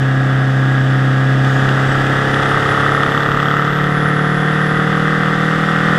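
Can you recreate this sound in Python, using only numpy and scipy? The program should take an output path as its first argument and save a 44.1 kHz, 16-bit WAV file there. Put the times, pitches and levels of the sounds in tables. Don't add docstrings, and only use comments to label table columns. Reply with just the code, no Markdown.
import sys
import numpy as np
from scipy import signal
from scipy.fft import rfft, irfft
from scipy.io import wavfile

SR = 44100
rng = np.random.default_rng(int(sys.argv[2]) if len(sys.argv) > 2 else 0)


def transcribe(u):
    v = np.clip(np.atleast_2d(u).T, -1, 1)
    q = np.round(v * 32767).astype(np.int16)
    wavfile.write(sys.argv[1], SR, q)


N = 263718
T = np.arange(N) / SR
CYLINDER_COUNT = 4
THROTTLE_S, WASTEGATE_S = 1.35, 3.56


def undb(db):
    return 10 ** (np.asarray(db) / 20)


def unit(x):
    return x / np.sqrt(np.mean(x ** 2))


def automation(table):
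    time_s, *columns = np.transpose(table)
    return [np.interp(T, time_s, column) for column in columns]


def drift(rate_hz):
    knots = rng.standard_normal(4096)
    return 0.79 * np.interp(T * rate_hz, np.arange(4096), knots)


def swell(full_s, end_s, attack_s, release_s):
    return np.clip(np.minimum(1 + (T - full_s) / attack_s, 1 - (T - end_s) / release_s), 0, 1)


def equalise(x, eq):
    hz, db = np.transpose(eq)
    size = 4096
    gain_db = np.interp(np.log(np.arange(size // 2 + 1) * SR / size + 1), np.log(hz), db)
    cepstrum = irfft(np.log(undb(gain_db)))
    cepstrum[1:size // 2] *= 2
    cepstrum[size // 2 + 1:] = 0
    return signal.fftconvolve(x, irfft(np.exp(rfft(cepstrum))))[:N]


def resonance_db(hz, peaks):
    return sum(db / (1 + (2 * (hz - centre) / width) ** 2) for centre, width, db in peaks)


def clicks(times_s, sizes):
    at = np.clip(times_s * SR, 0, N - 2)
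    i = at.astype(int)
    return np.bincount(i, sizes * (1 - at + i), N) + np.bincount(i + 1, sizes * (at - i), N)


def strokes(cycle, angle, scatter_db, jitter_s):
    turns = np.arange(angle, cycle[-1])
    timing, accent = rng.uniform(-1.49, 1, (len(turns), 2)).T
    return clicks(np.interp(turns, cycle, T) + jitter_s * timing, undb(scatter_db * accent))


def ring(hits, hz, rise_s):
    t = T[:2048]
    envelope = (t / rise_s * np.exp(1 - t / rise_s)) ** 2
    return signal.fftconvolve(hits, envelope * np.sin(2 * np.pi * hz * t))[:N]


def crackle(hits, decay_s, eq):
    bursts = signal.fftconvolve(hits, np.exp(-T[:1024] / decay_s))[:N]
    return equalise(bursts * rng.choice([-1, 1], N), eq)


def pulsing_air(cycle, angle, firing_depth, cycle_depth):
    phase = 2 * np.pi * (cycle - angle)
    throb = np.exp(firing_depth * np.cos(CYLINDER_COUNT * phase) + cycle_depth * np.cos(phase))
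    return rng.standard_normal(N) * unit(throb)


# firing_rate_multiple, relative_level_db
CRUISE_PARTIALS = [(0.75, -47), (1.0, 0.5), (1.25, -48), (1.5, -11), (1.75, -19), (2.0, -7.5), (2.25, -27),
                   (2.5, -15.5), (2.75, -27), (3.0, -44), (3.25, -17), (3.5, -28.5), (3.75, -41),
                   (4.0, -14), (4.25, -29), (4.5, -41), (4.75, -17.5), (5.0, -30), (5.25, -26),
                   (5.5, -23.5), (5.75, -27), (6.0, -21.5), (6.25, -31), (6.5, -28), (6.75, -50),
                   (7.0, -28)]
SPOOL_PARTIALS = [(0.75, -3), (1.0, 0), (1.25, -4), (1.5, -4), (1.75, -5.5), (2.0, -9.5), (2.25, -3),
                  (2.5, -13), (2.75, -3.5), (3.0, -3.5), (3.25, -1), (3.5, -23), (3.75, -3), (4.0, -2),
                  (4.25, -8.5), (4.5, -10), (4.75, -6), (5.0, -31), (5.25, -9.5), (5.5, -7), (5.75, -13),
                  (6.0, -5), (6.25, -17), (6.5, -6.5), (6.75, -17), (7.0, -9)]
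BOOST_PARTIALS = [(0.75, -14), (1.0, 1), (1.25, -0.5), (1.5, -19), (1.75, -14.5), (2.0, -11.5), (2.25, -12),
                  (2.5, -17.5), (2.75, -13), (3.0, -9), (3.25, -11.5), (3.5, -12), (3.75, -13.5),
                  (4.0, -29), (4.25, -31), (4.5, -17), (4.75, -18), (5.0, -12.5), (5.25, -28), (5.5, -18),
                  (5.75, -22), (6.0, -25), (6.25, -22), (6.5, -16), (6.75, -19), (7.0, -21.5)]
# centre_hz, width_hz, lift_db
PIPE_RESONANCES = [(131.2, 38.7, 9.5), (280, 51, 8), (463, 43, 4.5), (726, 38, 7)]


def exhaust_drone(cycle, firing_hz, load, angle=.905, waver=.08):
    drone, low_power = 0, 0
    crossfades = [np.clip(1 - abs(load - state), 0, 1) for state in range(3)]
    grid_hz = np.arange(2048)
    pipe_gain = undb(resonance_db(grid_hz, PIPE_RESONANCES))
    for rows in zip(CRUISE_PARTIALS, SPOOL_PARTIALS, BOOST_PARTIALS):
        harmonic = round(CYLINDER_COUNT * rows[0][0])
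        level = sum(fade * undb(db) for fade, (_, db) in zip(crossfades, rows))
        level *= np.interp(harmonic * firing_hz / CYLINDER_COUNT, grid_hz, pipe_gain)
        smear = rng.uniform(-2.8, 2.8) * (harmonic > 7 and harmonic % CYLINDER_COUNT > 0)
        phase = 2 * np.pi * harmonic * (cycle - angle) + smear
        wobble = waver / (1 + level) ** 2
        drone += level * (1 + wobble * drift(16)) * np.cos(phase + wobble * drift(16))
        if harmonic < 7:
            low_power += level ** 2 / 2
    return drone / np.sqrt(low_power)


# freq_hz, gain_db
BLOCK_EQ = [(600, -35), (1000, -19), (1130, -6.5), (1290, 0.5), (1470, -2.5), (1750, -3), (1920, -2.5),
            (2100, -12.5), (2350, -25.5), (3000, -26.5), (3450, -17), (3900, -33.5), (6000, -53),
            (12000, -85)]
CYLINDER_ACCENTS = [0.7, -1.2, -0.6, 0.21]


def block_clatter(cycle, ring_s=.0084, gas_db=-2):
    t, blows = T[:2048], 0
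    for cylinder, accent_db in enumerate(CYLINDER_ACCENTS):
        path = rng.standard_normal(len(t)) * np.exp(-t / ring_s)
        angle = (.9 + cylinder / CYLINDER_COUNT) % 1
        hits = strokes(cycle, angle, scatter_db=3, jitter_s=.00004)
        blows += undb(accent_db) * signal.fftconvolve(hits, path)[:N]
    gas = pulsing_air(cycle, angle=.94, firing_depth=.16, cycle_depth=.079)
    return unit(unit(equalise(blows, BLOCK_EQ)) + undb(gas_db) * unit(equalise(gas, BLOCK_EQ)))


def gear_whine(cycle, teeth=50, level_db=-28.5, hold_until_s=2.2, fade_s=.6):
    fade = np.clip(1 - (T - hold_until_s) / fade_s, 0, 1)
    level = undb(level_db + 2.5 * drift(22.3)) * fade
    return level * unit(np.sin(2 * np.pi * teeth * cycle + .29 * drift(30)))


# freq_hz, gain_db
ROAD_EQ = [(15, -15), (38, 2.5), (60, -1.5), (90, -2), (130, 3), (190, 0.5), (240, 2), (330, 1),
           (420, -4.5), (600, -6), (740, -1.5), (950, -10), (1300, -11.5), (6000, -79.5)]


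def road_rumble(cycle, level_db=-27.5, surge_db=3.5, attack_s=.12):
    surge = swell(THROTTLE_S + attack_s, end_s=3.22, attack_s=attack_s, release_s=.45)
    air = pulsing_air(cycle, angle=.925, firing_depth=.22, cycle_depth=.016)
    return undb(level_db + surge_db * surge + .46 * drift(9)) * unit(equalise(air, ROAD_EQ))


# freq_hz, gain_db
HISS_EQ = [(1800, -17), (2300, 10), (2950, 13), (3450, 12), (3750, 9.5), (4100, 0), (4900, 3.5), (6000, -2),
           (7200, -5), (7900, -4), (8800, -10.5), (11000, -14), (12500, -17.5), (14000, -20)]


def intake_hiss(cycle, grit_db=.5):
    air = pulsing_air(cycle, angle=1, firing_depth=.046, cycle_depth=.042)
    return unit(equalise(air * undb(grit_db * drift(500)), HISS_EQ))


def manifold_sputter(cycle, load, gain_db=-27):
    spooling = np.clip(1 - abs(load - .8) / .75, 0, 1)
    puffs = sum(strokes(cycle, angle, scatter_db=7, jitter_s=.0005) for angle in (.13, .79))
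    return undb(gain_db) * spooling * crackle(puffs, decay_s=.0012, eq=HISS_EQ)


def turbo_pitch(idle_hz=5900, peak_hz=12430, held_hz=10650, settle_s=.29, creep_hz_per_s=110):
    spooled = np.clip((T - THROTTLE_S) / (WASTEGATE_S - THROTTLE_S), 0, 1) ** .87
    open_s = np.maximum(T - WASTEGATE_S, 0)
    sag_hz = (peak_hz - held_hz) * (1 - np.exp(-(open_s / settle_s) ** 2))
    return idle_hz + (peak_hz - idle_hz) * spooled - sag_hz + creep_hz_per_s * open_s


# centre_hz, width_hz, lift_db
DUCT_RESONANCES = [(6740, 400, 10), (7870, 280, 9), (9250, 700, 6), (10200, 120, 5), (10880, 550, 8)]


def turbo_whistle(cycle, knocking, attack_s=.15, recede_s=(4.7, 5.2), base_db=(-59.5, -67), fray=.54):
    pitch_hz = turbo_pitch()
    flutter = (.0012 + .014 * knocking) * np.sin(2 * np.pi * cycle)
    phase = 2 * np.pi * np.cumsum(pitch_hz * (1 + flutter + .0006 * drift(60))) / SR
    turbulence = drift(500) * np.sin(phase) + drift(500) * np.cos(phase)
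    tone = unit(np.sin(phase) + fray * turbulence)
    fade_in = np.clip((T - THROTTLE_S) / attack_s, 0, 1)
    level_db = np.interp(T, recede_s, base_db) + resonance_db(pitch_hz, DUCT_RESONANCES)
    return fade_in * undb(level_db + 4 * knocking + 2.3 * drift(45)) * tone


# start_s, strike_db
PING_CUES = [(1.448, -11), (1.6908, -4), (2.0668, -8), (2.3436, -6.5), (2.432, -2.5), (3.033, -7),
             (3.1766, -8.5), (3.8405, -12)]


def metal_pings(cycle, decay_s=.0011, spray_db=-27):
    start_s, strike_db = np.transpose(PING_CUES)
    flurry = undb(-11) * swell(full_s=3.2, end_s=3.47, attack_s=.3, release_s=.55)
    hits = clicks(start_s, undb(strike_db))
    hits += flurry * strokes(cycle, angle=.935, scatter_db=.5, jitter_s=.00015)
    body_eq = [(1800, -14), (2800, 2), (3450, 6), (4200, -14), (8000, -40)]
    spray_eq = [(3000, -8), (4600, 11), (7500, 8), (9500, -8), (14000, -18)]
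    return crackle(hits, decay_s, body_eq) + undb(spray_db) * crackle(hits, decay_s, spray_eq)


# full_s, hold_until_s, strike_db
KNOCK_CUES = [(2.747, 3.547, -7), (5.2, 5.98, -13)]


def knock_envelope(attack_s=.72, release_s=.94):
    return sum(undb(db) * swell(full_s, end_s, attack_s, release_s) for full_s, end_s, db in KNOCK_CUES)


def cylinder_knock(cycle, knocking, tick_db=-14):
    clack = ring(knocking * strokes(cycle, angle=.9, scatter_db=2, jitter_s=.0001), hz=1255, rise_s=.0019)
    tick = ring(knocking * strokes(cycle, angle=.965, scatter_db=3, jitter_s=.0004), hz=3250, rise_s=.0005)
    return clack + undb(tick_db) * tick


# time_s, firing_rise_hz_per_s
REV_CLIMB = [(0.6, -0.902), (3.65, 9.416), (4.1, 7.11)]
# time_s, load
ENGINE_LOAD = [(1.2, 0.11), (1.9, 0.37), (2.45, 0.94), (3.1, 1.29), (3.7, 1.81), (4.6, 2.09)]
# time_s, drone_db, clatter_db, hiss_db
FADERS = [(0.1, -13, -25.5, -45.5), (1.43, -12, -25, -43.5), (1.44, -12.5, -23, -41.5),
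          (2.66, -20, -18.5, -40.5), (3.27, -19.5, -20.5, -43), (4.04, -16, -21, -45.5),
          (5.83, -17, -20.5, -41.5), (5.85, -15.5, -19, -41)]


def scene(cruise_firing_hz=133.073):
    firing_hz = cruise_firing_hz + np.cumsum(automation(REV_CLIMB)[0]) / SR
    cycle = np.cumsum(firing_hz) / SR / CYLINDER_COUNT
    load, knocking = automation(ENGINE_LOAD)[0], knock_envelope()
    drone_db, clatter_db, hiss_db = automation(FADERS)
    drone = undb(drone_db - .27) * exhaust_drone(cycle, firing_hz, load)
    clatter = undb(clatter_db + 2) * block_clatter(cycle)
    metal = cylinder_knock(cycle, knocking) + gear_whine(cycle) + metal_pings(cycle)
    air = undb(hiss_db + 9) * intake_hiss(cycle) + manifold_sputter(cycle, load) + road_rumble(cycle)
    return (drone + clatter + metal + air + turbo_whistle(cycle, knocking))[None]


def record(dry, cutoff_hz=14900):
    rounded = np.tanh(.6 * dry) / .61
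    return signal.sosfilt(signal.ellip(12, .2, 80, cutoff_hz, fs=SR, output="sos"), rounded)


dry = scene()
out = record(dry)
transcribe(out)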